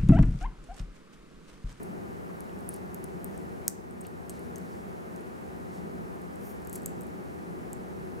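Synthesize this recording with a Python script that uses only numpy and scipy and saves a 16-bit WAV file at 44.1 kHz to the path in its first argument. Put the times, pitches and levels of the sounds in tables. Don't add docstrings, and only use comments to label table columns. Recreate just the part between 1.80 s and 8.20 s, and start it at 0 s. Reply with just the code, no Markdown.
import sys
import numpy as np
from scipy import signal
from scipy.fft import rfft, irfft
from scipy.io import wavfile
from scipy.ndimage import uniform_filter1d

SR = 44100
rng = np.random.default_rng(int(sys.argv[2]) if len(sys.argv) > 2 else 0)


def to_wav(s):
    ch = np.atleast_2d(s).T
    pcm = np.round(np.clip(ch, -1, 1) * 32767)
    wavfile.write(sys.argv[1], SR, pcm.astype(np.int16))


N = 282240
TAPS = 2048
HZ = np.fft.rfftfreq(TAPS, 1 / SR)


def ticks(touches=3):
    # start_s, level_db, ring_hz, second_ring_hz, body_db, brightness_db
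    single_taps = [(0.6064, -23.5, 10200, 13000, 6, -12), (0.8072, -37, 9400, 12500, 0, -9),
                   (0.8909, -13, 9650, 10200, -29, 1), (0.9371, -29, 9600, 10800, -4, -10),
                   (0.9418, -18.5, 9850, 11200, -6, -13), (0.9635, -34, 10070, 11400, 5, -4),
                   (1.1454, -20, 9900, 11900, 3, -7), (1.2404, -28, 9700, 12200, 9, -9),
                   (1.2426, -23, 9800, 9100, 7, -11), (1.4446, -17, 8750, 10500, -5, 3),
                   (1.5775, -28.5, 8400, 9200, -7, -9), (2.1099, -31, 8680, 9600, -17, -12),
                   (2.2403, -37, 8300, 13300, 0, -4), (2.268, -24, 8100, 13100, 0, -8),
                   (2.497, -22, 8300, 9000, 5, -15), (2.5062, -27, 8200, 8700, -5, -12),
                   (2.594, -30.5, 8830, 10800, 2, -12), (2.7593, -23, 8900, 6300, 9, -12),
                   (2.7662, -30, 6400, 8600, 9, -18), (2.783, -28.5, 8060, 8600, 6, -4),
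                   (3.362, -33.5, 8700, 10800, 15, -12), (3.4087, -36.5, 10200, 11200, -16, -14),
                   (4.418, -36, 8300, 10800, 1, -5), (4.5585, -35, 8000, 9300, 6, -11),
                   (4.8494, -33, 7300, 9900, 1, -12), (4.8727, -25, 12250, 7700, 3, -7),
                   (4.897, -22.5, 7550, 11300, -1, -11), (4.955, -23, 11250, 7800, 3, -7),
                   (4.9564, -17, 11250, 7750, 3, -8), (4.9593, -16, 11300, 7700, 3, -8),
                   (4.962, -25, 11250, 7800, 3, -8), (4.9795, -33, 11300, 7800, 7, -8),
                   (5.0208, -33, 7900, 9200, 0, -10), (5.0337, -37, 8200, 10300, 4, -4),
                   (5.061, -6.5, 7600, 8700, -3.5, -3), (5.21, -28, 8370, 14800, 6, -4),
                   (5.2184, -31, 8100, 12800, 2, -10), (5.2341, -37, 8100, 11200, 1, -8),
                   (5.269, -35.5, 8200, 11200, 1, -8), (5.9315, -17, 8300, 7400, 3, -15)]
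    # the same six columns, then gap_s, loss_per_bounce_db
    bounces = [(0.0315, -27.5, 9600, 8300, 0, -6, .0029, 7.5), (2.2091, -26, 8250, 9900, 1, -11, .0033, 1),
               (2.4957, -16.5, 8300, 11600, 5, -15, 0.0048, 6.5),
               (4.93, -20, 7750, 11000, 1, -1, .0054, 5.5)]
    out = np.zeros(N)
    for row in single_taps:
        add(out, *contact(*row))
    for start_s, db, *part, gap_s, loss_db in bounces:
        for k in range(touches):
            add(out, *contact(start_s + k * gap_s, db - k * loss_db, *part))
    return out


def contact(start_s, db, ring_hz, second_hz, body_db, brightness_db, graze_s=0.00075, ripple_db=3.0):
    bands_hz = np.linspace(0, SR / 2, 30)
    ripple = ripple_db * np.interp(HZ, bands_hz, rng.standard_normal(len(bands_hz)))
    colour_db = metal_spectrum(ring_hz, second_hz, body_db, brightness_db) + ripple
    lag_s = graze_s * np.interp(HZ, bands_hz, rng.random(len(bands_hz)))
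    smear = np.exp(-2j * np.pi * np.cumsum(lag_s) * SR / TAPS)
    sound = irfft(rfft(struck(db + colour_db)) * smear)
    return start_s - graze_s / 2, sound[:TAPS // 2]


def metal_spectrum(ring_hz, second_hz, body_db, brightness_db):
    # pitch_hz, level_db
    metal = [(200, -36), (1000, -21), (3500, -20.5), (4900, -14.5), (5900, -13), (6500, -5), (7100, -3.5),
             (7700, -3), (10500, -1), (13000, 4.5), (15600, -1), (17000, -5)]
    lows_db = body_db * read([(5800, 1), (7600, 0.21)], HZ)
    highs_db = brightness_db * read([(10500, 0), (13000, 0.76)], HZ)
    ring_db = 12 - 0.44 * body_db
    ring = resonance(HZ, ring_hz, half_width_hz=510, db=ring_db)
    second = resonance(HZ, second_hz, half_width_hz=440, db=8)
    return read(metal, HZ) + lows_db + highs_db + 10 * np.log10(1 + ring ** 2 + second ** 2)


def snap(start_s=1.8803, boost_db=9):
    # pitch_hz, level_db
    clasp = [(300, -37), (1000, -29), (1500, -14.5), (2100, -22), (2600, -24), (3200, -32), (3800, -24),
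             (4400, -17.5), (5400, -10), (6450, -2), (7100, -5.5), (7700, -1.5), (9000, 0.5), (10500, -11),
             (11800, -3), (13200, -4), (15500, -7), (17000, -5)]
    out = np.zeros(N)
    add(out, start_s, struck(boost_db + read(clasp, HZ)))
    return out


def struck(spectrum_db):
    log_gain = np.log(amp(np.r_[spectrum_db, spectrum_db[-2:0:-1]]))
    spectrum = np.exp(np.conj(signal.hilbert(log_gain)))
    return irfft(spectrum[:len(spectrum_db)])


def knocks(attack_s=0.00023):
    # start_s, level_db, pitch_hz, fade_s (time to fall by 60 dB)
    beads = [(0.695, -42, 3000, .004), (2.2505, -38, 2700, 0.0067), (2.256, -48, 4320, .005),
             (2.4956, -39, 2880, .004), (2.497, -40, 4600, .005), (5.0616, -41, 2800, 0.0018),
             (5.0614, -43, 4750, 0.0018)]
    out, t = np.zeros(N), np.arange(TAPS * 2) / SR
    for start_s, db, hz, fade_s in beads:
        envelope = (1 - np.exp(-t / attack_s)) * np.exp(-np.log(1000) * t / fade_s)
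        add(out, start_s, amp(db) * envelope * np.sin(2 * np.pi * hz * t))
    return out


def rubs():
    # middle_s, half_length_s, level_db, centre_hz, width_octaves
    slides = [(0.5, .011, -54, 1180, .3), (0.942, .03, -62, 5500, 0.93), (2.255, 0.012, -59.5, 3100, 0.73),
              (2.555, .03, -63, 4300, 1), (2.919, 0.084, -68, 5960, .83), (3.956, 0.036, -64, 5500, 0.85),
              (4.68, .043, -58.5, 13000, 0.18), (4.957, 0.023, -58.5, 6500, 1)]
    # middle_s, half_length_s, level_db, ring_hz, second_ring_hz, body_db
    scrapes = [(0.043, .03, -68, 9200, 11000, 16), (0.933, 0.021, -73, 9900, 11200, -4),
               (1.565, .055, -69, 9000, 11500, 20), (2.64, .026, -66, 11000, 13000, 14),
               (4.681, 0.055, -61.5, 9300, 13500, 14), (4.951, 0.0072, -53, 11300, 7800, 2),
               (5.0595, 0.001, -39, 11400, 7900, 2)]
    out = np.zeros(N)
    for middle_s, half_s, db, centre_hz, octaves in slides:
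        band = np.exp(-(np.log2((HZ + 1) / centre_hz) / octaves) ** 2 / 2)
        add(out, *friction(middle_s, half_s, db, band))
    for middle_s, half_s, db, *part in scrapes:
        colour = amp(metal_spectrum(*part, brightness_db=-19))
        add(out, *friction(middle_s, half_s, db, colour))
    return out


def friction(middle_s, half_s, db, colour, grain_db=2):
    size = SR // 2
    t, hz = (np.arange(size) - size // 2) / SR, np.fft.rfftfreq(size, 1 / SR)
    slips = rng.standard_normal(size) * amp(grain_db * np.minimum(rng.exponential(size=size), 5))
    rub = irfft(rfft(slips) * np.interp(hz, HZ, colour), size)
    envelope = np.exp(-(t / half_s) ** 2 / 2)
    sound = amp(db) * rub / rub.std() * envelope
    return middle_s + t[0], sound[middle_s + t >= 0]


def stirring(touches_per_s=16, db=-39, pitch_spread=0.11):
    # start_s, end_s
    handling = [(0.74, 0.83), (4.78, 4.9)]
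    out = np.zeros(N)
    for start_s, end_s in handling:
        length_s = end_s - start_s
        for when, pitch in rng.random((round(touches_per_s * length_s), 2)):
            touch_s = start_s + when * length_s
            ring_hz = 8150 * (1 + pitch_spread * (2 * pitch - 1))
            add(out, *contact(touch_s, db, ring_hz, second_hz=11000, body_db=3, brightness_db=-9))
    return out


def room(sound, tail_gain_db=-2.5, dull_hz=10500, build_s=0.009):
    # delay_s, level_db, smear_s
    echoes = [(.0005, -9, .0005), (.0013, -11.5, 0.004), (.0078, -19, .002), (0.017, -21, .002)]
    # pitch_hz, fade_s (time to fall by 60 dB), level_db
    tail_bands = [(500, 0.4, -19), (4700, 0.46, -5), (6150, 0.37, -9), (7700, 0.28, -7.5),
                  (10050, 0.18, -10), (12900, 0.21, -11), (16000, .17, -21)]
    size = SR // 2
    early = np.zeros(size)
    for delay_s, db, smear_s in echoes:
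        taper = np.maximum(1 - np.arange(TAPS) / (smear_s * SR), 0)
        scatter = rng.standard_normal(TAPS) * taper
        add(early, delay_s, amp(db) * scatter / np.linalg.norm(scatter))
    early = signal.lfilter(*signal.butter(2, dull_hz, fs=SR), early)
    early[0] = 1
    hz, t, noise = signal.stft(rng.standard_normal((2, size)), SR, nperseg=256)
    decay_rate = np.log(1000) / read(tail_bands, hz)[:, None]
    strength = amp(read(tail_bands, hz, column=2))[:, None] * np.sqrt(2 * decay_rate / SR)
    envelope = np.exp(-decay_rate * t) * (1 - np.exp(-t / build_s))
    tail = signal.istft(noise * strength * envelope, SR)[1][:, :size]
    return signal.fftconvolve(sound[None], early + amp(tail_gain_db) * tail, axes=1)[:, :N]


def room_noise(swell_db=0.43, bass_pan_db=0.96):
    # pitch_hz, level_db (per Hz)
    air_shared = [(25, -99), (42, -89.5), (56, -75.5), (78, -71.5), (105, -76), (160, -73), (400, -73.5),
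                  (560, -81.5), (800, -81.5), (1000, -87.5), (1900, -92.5), (3400, -104), (10500, -106),
                  (15500, -111.5)]
    # pitch_hz, level_db (per Hz)
    hiss_opposed = [(25, -86), (55, -72), (100, -67.5), (190, -66.5), (280, -68.5), (400, -70.5),
                    (800, -75.5), (1500, -82.5), (2200, -90), (3500, -105.7), (7000, -111.7),
                    (11500, -108.5), (15500, -112.5)]
    # pitch_hz, half_width_hz, level_db (per Hz)
    drone_bands = [(176.5, 10.7, -63.5), (197.5, 9.5, -65), (238.6, 10, -67.5), (303, 8, -79),
                   (371, 28, -68), (470.3, 43, -78.5), (695, 13, -81), (1219, 14, -86.5)]
    # time_s, gain_db
    bass_curve = [(0, 0), (1.1, -1), (1.55, 0.5), (2.2, -.5), (2.8, 0), (3.15, -1.5), (3.9, -1), (4.2, 1.5),
                  (4.55, -2), (4.95, 0), (5.7, 0), (6.4, 1)]
    hz = np.fft.rfftfreq(N, 1 / SR)
    shared = hiss(amp(read(air_shared, hz)))
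    opposed = hiss(amp(read(hiss_opposed, hz)))
    drone_power = sum(resonance(hz, *band) ** 2 for band in drone_bands)
    drone = hiss(np.sqrt(drone_power))
    both = np.array([shared + drone + opposed, shared + drone - opposed])
    bass = signal.sosfiltfilt(signal.butter(2, 500, fs=SR, output="sos"), both)
    bass_db = np.interp(np.arange(N) / SR, *np.transpose(bass_curve)) + swell_db * swell()
    bass_gain = amp([bass_db + bass_pan_db, bass_db - bass_pan_db])
    return both + bass * (bass_gain - 1)


def swell(slow_hz=0.627, fast_hz=5, count=12):
    return sum(sine(hz) for hz in np.geomspace(slow_hz, fast_hz, count)) / np.sqrt(count)


def whines():
    # pitch_hz, level_db
    tones = [(4096, -84.5), (10740, -88), (13415, -85)]
    return sum(amp(db) * sine(hz) for hz, db in tones)


def sine(hz):
    t = np.arange(N) / SR
    return np.sqrt(2) * np.sin(2 * np.pi * (hz * t + rng.random()))


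def hiss(gain):
    return irfft(rfft(rng.standard_normal(N)) * gain * np.sqrt(SR / 2), N)


def resonance(hz, centre_hz, half_width_hz, db):
    return amp(db) / (1 + ((hz - centre_hz) / half_width_hz) ** 2)


def amp(db):
    return 10 ** (np.asarray(db) / 20)


def read(points, hz, column=1):
    table = np.transpose(points)
    return np.interp(np.log(hz + 1), np.log(table[0] + 1), table[column])


def add(mix, start_s, sound):
    part = mix[max(round(start_s * SR), 0):][:len(sound)]
    part += sound[:len(part)]


def scene(pan_db=0.6, right_lag_s=4e-6):
    background = room_noise() + whines()
    handling = ticks() + knocks() + rubs() + stirring()
    left, right = room(handling) + room(snap())
    delay = np.exp(-2j * np.pi * np.fft.rfftfreq(N, 1 / SR) * right_lag_s)
    right = irfft(rfft(right) * delay, N)
    return np.array([left * amp(pan_db), right * amp(-pan_db)]) + background


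def record(dry, threshold_db=-23.5, slope=0.61, recover_db_per_s=5.0, attack_s=0.015, cutoff_hz=16050):
    power = uniform_filter1d((dry ** 2).mean(0), size=128)
    power_db = 10 * np.log10(abs(power) + 1e-12)
    wanted_dip_db = slope * np.maximum(power_db - threshold_db, 0)
    recovery_db = np.arange(N) * recover_db_per_s / SR
    held_dip_db = np.maximum.accumulate(wanted_dip_db + recovery_db) - recovery_db
    smoothing = np.exp(-1 / (attack_s * SR))
    dip_db = signal.lfilter([1 - smoothing], [1, -smoothing], held_dip_db)
    lowpass = signal.firwin(255, cutoff_hz, window=("kaiser", 8), fs=SR)
    return signal.oaconvolve(dry / amp(dip_db), lowpass[None], "same")


dry = scene()
out = record(dry)
to_wav(out)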